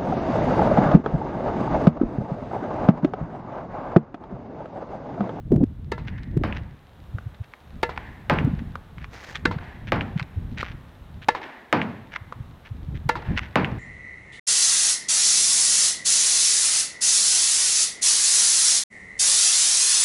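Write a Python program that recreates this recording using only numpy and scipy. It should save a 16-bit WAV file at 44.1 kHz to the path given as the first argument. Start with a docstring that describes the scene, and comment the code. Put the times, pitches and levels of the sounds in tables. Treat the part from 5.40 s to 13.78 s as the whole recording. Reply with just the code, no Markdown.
"""A tennis racket rallies a ball against a practice wall on an outdoor asphalt court: noise slap, ringing pop.
The wall cracks, booms and rings in damped modes; the ball bounces back in short decaying tones.
Shoes knock in filtered pulses; random grains make scrapes; decaying noise echoes round the walls.
Gusts of coloured noise and single eddies buffet the microphone over faint outdoor noise."""
import sys
import numpy as np
from scipy import signal
from scipy.fft import rfft, irfft, next_fast_len
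from scipy.io import wavfile
from scipy.ndimage import uniform_filter1d, map_coordinates

SR = 44100
rng = np.random.default_rng(int(sys.argv[2]) if len(sys.argv) > 2 else 0)


def master_out(mix):
    """Clip the mix to full scale and print it as 16-bit PCM to the path in sys.argv[1]."""
    frames = np.transpose(np.atleast_2d(mix))
    ceiling = np.clip(frames, -1, 1)
    pcm = np.round(ceiling * 32767).astype(np.int16)
    wavfile.write(sys.argv[1], SR, pcm)


N = 369773

# Event levels are relative: each layer adds its own offset in dB. Modal pitches vary slightly per blow.
# Racket strokes. Each row: start in seconds, slap level in dB, ball pop level in dB, pop pitch in Hz,
# frame thud level in dB, thud pitch in Hz, string level in dB, near-wall echo delay in seconds.
RACKET_STROKES = [(0.518, -27.5, -29.5, 890, -24.5, 416, -32, 0.059),
                  (2.43, -21, -22.5, 908, -24.5, 390, -25.5, 0.06),
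                  (4.053, -19.5, -21, 1522, -17.5, 297, -26.5, 0.056),
                  (5.8849, -17, -14, 890, -24, 378, -25.5, .062),
                  (7.691, -18, -16, 880, -31.5, 300, -23.5, 0.061)]
# Ball on the wall. Each row: start in seconds, crack level in dB, panel level in dB.
WALL_BLOWS = [(1.0368, -17.5, -31.5), (2.8982, -5.5, -23), (4.521, -7, -25.5), (6.3277, -2.5, -22),
              (8.1573, -4, -22.5)]
# Ball on the asphalt. Each row: start in seconds, level in dB, pitch in Hz.
GROUND_BOUNCES = [(1.7848, -27, 1400), (3.3552, -22, 1274), (5.2296, -16.5, 1250), (6.9241, -22.5, 1176)]
# Footfalls. Each row: start in seconds, heel level in dB, pitch in Hz,
# loss per further contact in dB (negative: gain), grit level in dB.
FOOTFALLS = [(0.7805, -35, 1740, 14, -51), (.8335, -35.5, 2700, 12, -52), (1.946, -41, 2450, 14, -58),
             (2.043, -43, 2960, 12, -54), (2.1372, -25.5, 1500, 19, -65), (2.5765, -15, 1340, 22, -48),
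             (3.5827, -29, 1600, 20, -59), (3.644, -23, 1570, 16, -48), (3.9564, -16.5, 2130, 6, -33),
             (4.778, -26.5, 2170, 4, -47), (4.7971, -16, 1570, 6, -46), (4.8277, -25, 2570, 25, -60),
             (5.1843, -21.5, 2280, 7, -29.5), (5.207, -23, 2500, 4.5, -29.5), (5.318, -32, 2040, 18, -45),
             (5.829, -36, 2250, -2, -41), (6.7622, -14.5, 1350, 42, -35.5),
             (7.558, -40.5, 2080, -2.5, -44.5), (7.9762, -11.5, 1840, 1.5, -21.5),
             (8.3176, -31, 1440, 11, -53)]
# Short bursts of scrape: soles sliding on grit, and strokes returned by the practice wall.
# Each row: middle in seconds, level in dB, quarter of the length in seconds.
SCRAPE_BURSTS = [(.687, -39, 0.02), (1.168, -39, .03), (3.195, -45, .011), (3.615, -47.5, 0.028),
                 (4.483, -38.5, 0.019), (5.266, -40.5, 0.043), (6.038, -39.5, .025), (6.738, -37.5, .022),
                 (7.265, -46, 0.023), (8.039, -42, 0.041)]
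# Wind strength at the microphone. Each row: time in seconds, level in dB.
WIND_LEVEL = [(0, -40.5), (.1, -29.5), (.12, -11), (.185, -20), (.235, -12), (.255, -33.5), (.87, -31),
              (.95, -23), (1.05, -24.5), (1.32, -37.5), (1.4, -53), (1.61, -41.5), (1.72, -32), (1.94, -44),
              (2.16, -56.5), (2.35, -39), (2.86, -40.5), (3.05, -22), (3.49, -45), (3.61, -32.5),
              (3.85, -49.5), (4.08, -25), (4.36, -43), (4.5, -27), (4.9, -41), (5.02, -30), (5.6, -46.5),
              (5.8, -37.5), (6.13, -64), (6.7, -52), (7.01, -38), (7.2, -48), (7.54, -31), (7.84, -38.5),
              (7.91, -22.5), (8.12, -40), (8.38, -28.5)]
# Eddies striking the microphone. Each row: middle in seconds, level in dB, pitch in Hz.
WIND_EDDIES = [(.121, -5.5, 350), (.142, -12.5, 197), (.163, -11.5, 170), (.181, -15, 300),
               (.239, -9.5, 271), (0.9704, -12.5, 320), (0.975, -9.5, 136), (1.016, -16, 286),
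               (1.752, -19.5, 109), (1.871, -22, 108), (2.013, -22, 99), (3.05, -9, 144),
               (3.076, -15.5, 242), (3.116, -20, 203), (3.138, -14.5, 165), (3.222, -22, 216),
               (4.167, -18.5, 144), (4.765, -14, 158), (4.822, -20, 128), (4.98, -17, 90), (6.82, -34, 100),
               (7.008, -23.5, 121), (7.32, -22.5, 101), (7.49, -22, 138), (7.666, -19, 132),
               (7.898, -17.5, 128)]
# Upper modes of squashed ball and frame. Each row: pitch in Hz, level in dB, T60 in seconds.
BALL_MODES = [(1150, 7, 0.03), (1787, -2, 0.085), (2130, -6.5, 0.082), (2820, -21.5, .025),
              (3830, -9, 0.061), (4600, -15, 0.014)]
# String bed modes. Each row: pitch in Hz, level in dB, T60 in seconds.
STRING_MODES = [(484, -1.5, 0.22), (628, -16, 0.69), (910, -11.5, 0.45), (1372, -2, 0.12),
                (1720, -2.5, 0.14), (2040, -12, 0.36), (2697, -6, 0.089), (4230, -26, 0.06)]
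# Low modes of the wall panel. Each row: pitch in Hz, level in dB, T60 in seconds.
PANEL_LOW_MODES = [(120, -5, 0.25), (186, -5, 0.52), (244.5, 0, 0.2), (298, -0.5, 0.29), (464, -14, 0.45),
                   (489, -15, .3), (702, -2, 0.23), (874, 0, .2), (995, -3.5, 0.25), (1186, -5.5, 0.12),
                   (1570, -7, 0.091)]
# Spectrum of felt on strings and asphalt. Each row: frequency in Hz, relative density in dB per Hz.
SLAP_SPECTRUM = [(100, -13), (330, 4), (480, 1.5), (610, -2), (800, 5), (1100, 0.5), (1400, -2.5),
                 (2000, -2), (3000, -8.5), (4300, -11), (5500, -19), (8000, -30), (11000, -39.5),
                 (16000, -56)]
# Spectrum of the wall crack. Each row: frequency in Hz, relative density in dB per Hz.
CRACK_SPECTRUM = [(60, -20), (250, 9.5), (900, -2), (1800, 9.5), (3000, -1), (5000, -15.5), (8000, -32),
                  (16000, -33)]
# Spectrum of the panel's dense ringing. 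Each row: frequency in Hz, relative density in dB per Hz.
PANEL_SPECTRUM = [(40, -45), (100, 4.5), (230, 6.5), (380, -1.5), (700, -3), (1500, -5), (2400, -9.5),
                  (3500, -20.5), (5000, -25), (8000, -50), (16000, -52)]
# Decay of that ringing. Each row: frequency in Hz, T60 in seconds.
PANEL_DECAY = [(80, 1), (230, 0.56), (600, 0.53), (2000, 0.34), (5000, 0.16), (12000, 0.075)]
# Spectrum of the court's reverberation. Each row: frequency in Hz, relative density in dB per Hz.
COURT_SPECTRUM = [(80, -20), (250, 11), (500, 3), (900, 11.5), (1300, 3), (1520, 6.5), (1720, 9.5),
                  (2100, 4.5), (2700, 0), (4000, -11.5), (7000, -28), (16000, -44)]
# Decay of the court. Each row: frequency in Hz, T60 in seconds.
COURT_DECAY = [(100, 2), (1000, 0.97), (2500, 1.05), (5000, 1.05), (12000, .4)]
# Spectrum of the grainy scrapes. Each row: frequency in Hz, relative density in dB per Hz.
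GRIT_SPECTRUM = [(150, -8.5), (600, 3.5), (1500, 7), (3000, -4), (6000, -9.5), (8000, -36), (16000, -39)]
# Spectrum of the dragged sole. Each row: frequency in Hz, relative density in dB per Hz.
SOLE_DRAG_SPECTRUM = [(200, -1), (600, 3.5), (1000, -0.5), (1900, 4), (3000, -6), (4500, -8.5),
                      (6500, -12.5), (8500, -26), (12000, -30), (16000, -34)]
# Spectrum of weak wind. Each row: frequency in Hz, relative density in dB per Hz.
WEAK_WIND_SPECTRUM = [(15, -24), (35, -3.5), (75, 1.5), (160, -6.5), (240, -13), (350, -25), (600, -39),
                      (1500, -67), (5000, -82)]
# Spectrum of strong wind. Each row: frequency in Hz, relative density in dB per Hz.
STRONG_WIND_SPECTRUM = [(20, -15), (90, -12.5), (170, -1), (290, -6.5), (450, -20), (700, -27), (1300, -55),
                        (4000, -81), (16000, -87)]
# Spectrum of distant outdoor noise. Each row: frequency in Hz, relative density in dB per Hz.
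AIR_SPECTRUM = [(120, -32), (200, -10.5), (350, -8), (880, -9.5), (1650, -15), (2300, -20.5), (3800, -21.5),
                (4600, -31.5), (7000, -35.5), (8400, -37), (14000, -35.5), (16000, -41)]
# Level of distant outdoor noise: quieter at first, steady from 1.8 s.
# Each row: time in seconds, relative level in dB.
AIR_LEVEL = [(0, -7), (.9, -6), (1.8, 0)]

TIME_S = np.arange(N) / SR
AGE_S = np.arange(2 * SR) / SR  # time since a blow
TOP_HZ = 15900
WALL_ECHO_S, WALL_ECHO_DB = 0.13, -23  # racket sound back from the practice wall
# narrow ringing echo between the court walls after each stroke
FLUTTER_HZ, FLUTTER_S, FLUTTER_DB, FLUTTER_T60_S = 1840, 0.19, -47, 0.95
ROLL_S = 0.008  # between contacts of a landing sole
GRIT_QUARTER_S, GRIT_HZ = 0.012, 2370  # quarter length of a landing's crunch; centre of the scrape band
# a sole dragged through a lunge; it grips and slips in rasps RASP_S apart
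DRAG_START_S, DRAG_END_S, DRAG_DB, DRAG_EDGE_DB_PER_S = 3.745, 3.96, -43.5, 450
RASP_S, RASP_DB = 0.085, 2
# eddies at OVERLOAD_DB or more crackle fully; weaker ones lose CRACKLE_SLOPE dB per dB
OVERLOAD_DB, CRACKLE_DB, CRACKLE_SLOPE = -11.5, -27, 6.3


def amp(db):
    """Decibels to gain."""
    return 10 ** (np.asarray(db) / 20)


def unit(x):
    """x at rms 1."""
    return x / np.sqrt(np.mean(x ** 2) + 1e-20)


def along(points, hz):
    """(Hz, value) points interpolated on a log-frequency axis."""
    point_hz, values = np.transpose(points)
    return np.interp(np.log(hz + 1), np.log(point_hz), values)


def fade(t_s, t60_s):
    """Exponential decay, 60 dB per T60."""
    return np.exp(-np.log(1000) * t_s / t60_s)


def add(track, start_s, sound):
    """Mix a sound into the track."""
    start = max(round(start_s * SR), 0)
    track[start:start + len(sound)] += sound[:max(N - start, 0)]


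def noise(spectrum, size):
    """Coloured noise of rms 1."""
    fft_size = next_fast_len(size)
    hz = np.fft.rfftfreq(fft_size, 1 / SR)
    white = rfft(rng.standard_normal(fft_size))
    return unit(irfft(white * amp(along(spectrum, hz)), fft_size)[:size])


def click(spectrum, size=1024):
    """Causal minimum-phase pulse of peak 1 with this spectrum."""
    gain = amp(along(spectrum, np.fft.rfftfreq(size, 1 / SR)))
    cepstrum = irfft(np.log(gain))
    cepstrum[1:size // 2] *= 2
    cepstrum[size // 2 + 1:] = 0
    pulse = irfft(np.exp(rfft(cepstrum)))
    return pulse / np.abs(pulse).max()


def tail(spectrum, decay):
    """Dense ringing: noise of rms 1 before each frequency decays at its own T60."""
    hz, t_s, bins = signal.stft(noise(spectrum, len(AGE_S)), SR, nperseg=256)
    t60_s = along(decay, hz)[:, None]
    return signal.istft(bins * fade(t_s, t60_s), SR)[1][:len(AGE_S)]


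def ring(modes, swell_s, size=16384):
    """Damped modes with a soft onset; tuning and mode levels vary per blow."""
    t_s = AGE_S[:size]
    tuning = 1 + rng.normal(0, 0.005)
    waves = np.zeros(size)
    for hz, db, t60_s in modes:
        level = amp(db + rng.normal())
        waves += level * fade(t_s, t60_s) * np.sin(2 * np.pi * hz * tuning * t_s)
    onset = 1 - np.exp(-(t_s / swell_s) ** 2)
    return waves * onset * np.linspace(1, 0, size)


def band(x, hz, spread, order=2):
    """Band-pass centred on hz, edges a factor 1 + spread away."""
    edges_hz = [hz / (1 + spread), min(hz * (1 + spread), SR / 2 - 1)]
    return signal.sosfilt(signal.butter(order, edges_hz, "band", fs=SR, output="sos"), x)


def wobble(rate_hz):
    """Smooth random curve, rate_hz knots a second."""
    knots = rng.standard_normal(int(N * rate_hz / SR) + 4)
    return map_coordinates(knots, [TIME_S * rate_hz])


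def racket():
    """Felt slaps strings for a few ms, the hollow ball pops off, strings ring on; walls echo the stroke."""
    out, t_s = np.zeros(N), AGE_S[:SR // 4]
    contact = np.exp(-((t_s - 0.0036) / 0.004) ** 2)
    for start_s, slap_db, pop_db, pop_hz, thud_db, thud_hz, strings_db, delay_s in RACKET_STROKES:
        stroke = np.zeros(SR // 2)
        add(stroke, 0, amp(slap_db + 3.5) * contact * noise(SLAP_SPECTRUM, len(t_s)))
        add(stroke, 0.004, amp(slap_db - 11) * fade(t_s, 0.13) * noise(SLAP_SPECTRUM, len(t_s)))
        add(stroke, 0.002, amp(pop_db + 14) * ring([(pop_hz, 0, 0.03)], swell_s=0.0016))
        add(stroke, 0.002, amp(slap_db - 3) * ring(BALL_MODES, swell_s=0.0018))
        add(stroke, 0.001, amp(thud_db + 15.5) * ring([(thud_hz, 0, 0.02)], swell_s=0.0017))
        add(stroke, 0.003, amp(strings_db) * ring(STRING_MODES, swell_s=0.0015))
        add(out, start_s, stroke)
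        # nearby wall
        near_s = start_s + delay_s
        near_modes = [(996, -0.5, 0.024), (1270, -0.5, 0.01)]
        add(out, near_s, amp(-18) * band(stroke, 610, spread=2.5, order=1))
        add(out, near_s + 0.00283, amp(slap_db + 3) * ring(near_modes, swell_s=0.00057))
        add(out, near_s + 0.003, amp(slap_db - 16.5) * tail(SLAP_SPECTRUM, PANEL_DECAY))
        # practice wall
        add(out, start_s + WALL_ECHO_S, amp(WALL_ECHO_DB) * band(stroke, 2000, spread=1, order=1))
        # diffuse return from far away, then flutter
        far = tail(COURT_SPECTRUM, COURT_DECAY) * (1 - fade(AGE_S, 0.055))
        add(out, start_s + 0.15, amp(slap_db - 22) * far)
        flutter = unit(band(rng.standard_normal(len(AGE_S)), FLUTTER_HZ, spread=0.13))
        flutter *= fade(AGE_S, FLUTTER_T60_S) * (1 - fade(AGE_S, 0.18))
        add(out, start_s + FLUTTER_S, amp(FLUTTER_DB) * flutter)
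    return out


def wall():
    """Sharp crack with its copy off the ground, the ball's pock, the panel's boom, a chirping echo."""
    out, crack = np.zeros(N), click(CRACK_SPECTRUM)
    pock_modes = [(576, 0.5, 0.02), (957, 4, 0.01), (1260, 11.5, 0.0068)]
    for start_s, crack_db, panel_db in WALL_BLOWS:
        add(out, start_s, -amp(crack_db + 2.5) * crack)
        add(out, start_s + 0.001374, -amp(crack_db - 5) * crack)
        add(out, start_s + 0.00105, amp(panel_db + 17.5) * ring(pock_modes, swell_s=0.0014))
        boom = tail(PANEL_SPECTRUM, PANEL_DECAY) * (1 - fade(AGE_S, 0.0046))
        add(out, start_s + 0.001037, amp(panel_db + 4.5) * boom)
        low_ring = ring(PANEL_LOW_MODES, swell_s=0.002, size=len(AGE_S))
        add(out, start_s + 0.002, amp(panel_db - 3) * low_ring)
        add(out, start_s + 0.038, amp(panel_db - 7.5) * tail(PANEL_SPECTRUM, PANEL_DECAY))
        court = tail(COURT_SPECTRUM, COURT_DECAY) * (1 - fade(AGE_S, 0.13))
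        add(out, start_s + 0.02, amp(panel_db - 14) * court)
        # the echo falls in pitch and leaves a brief sizzle
        echo_s = start_s + 0.088
        add(out, echo_s, amp(panel_db + 9) * chirp(high_hz=3830, low_hz=590, length_s=0.00332))
        sizzle = unit(band(rng.standard_normal(len(AGE_S)), 2370, spread=0.24))
        add(out, echo_s, amp(panel_db - 9.5) * sizzle * fade(AGE_S, 0.085))
    return out


def chirp(high_hz, low_hz, length_s):
    """A few cycles falling in pitch, loudest in the middle."""
    u = np.arange(0, 1, 1 / (length_s * SR))
    pitch_hz = high_hz + (low_hz - high_hz) * u
    return np.sin(np.pi * u) ** 2 * np.sin(2 * np.pi * np.cumsum(pitch_hz) / SR)


def bounces():
    """Ball shell rings a few cycles on hard ground, a weak copy just behind; felt scuffs the asphalt."""
    out, t_s = np.zeros(N), AGE_S[:SR // 50]
    squash = np.exp(-((t_s - 0.001) / 0.0012) ** 2) + amp(-17) * fade(t_s, 0.02)
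    thud_swell = np.exp(-((t_s - 0.0012) / 0.0012) ** 2)
    for start_s, db, hz in GROUND_BOUNCES:
        shell = squash * np.sin(2 * np.pi * hz * t_s)
        thud = amp(-11) * thud_swell * np.sin(np.pi * hz * t_s)  # an octave below
        pock = -amp(db) * (shell + thud)
        add(out, start_s, pock)
        add(out, start_s + 0.00409, amp(-14.5) * pock)
        add(out, start_s, amp(db - 14) * fade(t_s, 0.025) * noise(SLAP_SPECTRUM, len(t_s)))
    return out


def footfalls(count=3):
    """A foot lands heel first and rolls down in further knocks; the landing sole crushes grit."""
    out = np.zeros(N)
    for start_s, db, hz, loss_db, grit_db in FOOTFALLS:
        for k in range(count):
            add(out, start_s + k * ROLL_S, amp(db - k * loss_db) * knock(hz))
        add(out, start_s - 2 * GRIT_QUARTER_S, amp(grit_db) * crunch(GRIT_QUARTER_S))
    # loose grit: about 20 faint ticks a second throughout
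    ticks = (rng.random(N) < 20 / SR) * rng.random(N)
    return out + amp(-26.5) * band(ticks, 2500, spread=0.76, order=3)


def knock(hz):
    """One shoe contact with the asphalt: band-passed impulse and noise, peak 1."""
    t_s = AGE_S[:SR // 20]
    rough = rng.standard_normal(len(t_s)) * fade(t_s, 0.014)
    blow = signal.unit_impulse(len(t_s)) + amp(-20) * rough
    octave = band(blow, 2 * hz, spread=0.39, order=3)
    sound = band(blow, hz, spread=0.7, order=3) + amp(-22) * octave
    return sound / np.abs(sound).max()


def scrape_bursts():
    """Short grainy scrapes: soles sliding on grit, and strokes returned by the practice wall."""
    out = np.zeros(N)
    for middle_s, db, quarter_s in SCRAPE_BURSTS:
        add(out, middle_s - 2 * quarter_s, amp(db) * crunch(quarter_s))
    return out


def crunch(quarter_s):
    """Scrape of random grains that swells and dies over four quarters, rms 1 before the swell."""
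    u = np.arange(-2, 2, 1 / (quarter_s * SR))
    # 1400 grains a second on average, a few much larger than the rest
    hits = rng.random(len(u)) < 1400 / SR
    sizes = amp(8 * rng.normal(size=len(u)).clip(-2, 2))
    grains = hits * rng.choice([-1, 1], len(u)) * sizes
    crushed = np.convolve(grains, click(GRIT_SPECTRUM))[:len(u)]
    scrape = unit(band(crushed, GRIT_HZ, spread=0.54)) + amp(-1.5) * unit(crushed)
    return unit(scrape) * np.exp(-2 * u ** 2)


def drag():
    """Long, broad scrape: fine grit rolls under the sole in uneven bursts of noise."""
    outside_s = np.abs(TIME_S - np.clip(TIME_S, DRAG_START_S, DRAG_END_S))
    rasps_db = RASP_DB * np.cos(2 * np.pi * (TIME_S - DRAG_START_S) / RASP_S)
    grip_db = 3.5 * wobble(900) + 2.5 * wobble(110)
    scrape = unit(amp(grip_db) * noise(SOLE_DRAG_SPECTRUM, N))
    return amp(DRAG_DB + rasps_db - DRAG_EDGE_DB_PER_S * outside_s) * scrape


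def wind():
    """Eddies rumble on the microphone; strong gusts shift the rumble up, strong eddies also crackle."""
    level_db = np.interp(TIME_S, *np.transpose(WIND_LEVEL))
    force = np.clip((level_db + 27) / 12, 0, 1)
    weak = np.sqrt(1 - force) * noise(WEAK_WIND_SPECTRUM, N)
    strong = np.sqrt(force) * noise(STRONG_WIND_SPECTRUM, N)
    flow = weak + strong
    # even out the power over about 40 ms, so the gust sets the strength
    flow /= np.sqrt(np.abs(uniform_filter1d(flow ** 2, size=1800)) + 0.15)
    lumps_db = 2.5 * wobble(55) + 2 * wobble(20)
    out = amp(level_db - 1.5 + lumps_db) * flow
    crackle = click([(300, 9.5), (1500, 4.5), (4000, -9), (9000, -17), (16000, -19)])  # Hz, dB
    for middle_s, db, hz in WIND_EDDIES:
        cycles = np.arange(-3, 3, hz / SR)
        eddy = np.sin(2 * np.pi * cycles) * np.exp(-(cycles / 0.85) ** 2)
        add(out, middle_s - 3 / hz, -amp(db) * eddy)
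        crackle_db = CRACKLE_DB - CRACKLE_SLOPE * max(OVERLOAD_DB - db, 0)
        add(out, middle_s, amp(crackle_db) * crackle)
    return out


def court_echo(near):
    """The court's answer to the small sounds: convolution with decaying noise of unit energy."""
    answer = tail(COURT_SPECTRUM, COURT_DECAY)
    return amp(-23.5) * signal.fftconvolve(near, answer / np.linalg.norm(answer))[:N]


def distant_air():
    """Distant outdoor noise: coloured noise, quieter at first, with a slow drift in level."""
    drift_db = 0.5 * wobble(3)
    level_db = np.interp(TIME_S, *np.transpose(AIR_LEVEL))
    return amp(-55 + drift_db + level_db) * noise(AIR_SPECTRUM, N)


def scene():
    """Mix of the rally, shoes, scrapes, court echo, wind and distant air, one channel."""
    near = bounces() + footfalls() + scrape_bursts() + drag()
    return (racket() + wall() + near + court_echo(near) + wind() + distant_air())[None]


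def record(dry):
    """Soft limit of the highest peaks towards 0.8, then nothing from TOP_HZ up."""
    rounded = dry / (1 + np.abs(dry / 0.8) ** 6) ** (1 / 6)
    size = next_fast_len(N + SR // 2)
    keep = np.fft.rfftfreq(size, 1 / SR) < TOP_HZ
    return irfft(rfft(rounded, size) * keep, size)[..., :N]


dry = scene()
out = record(dry)
master_out(out)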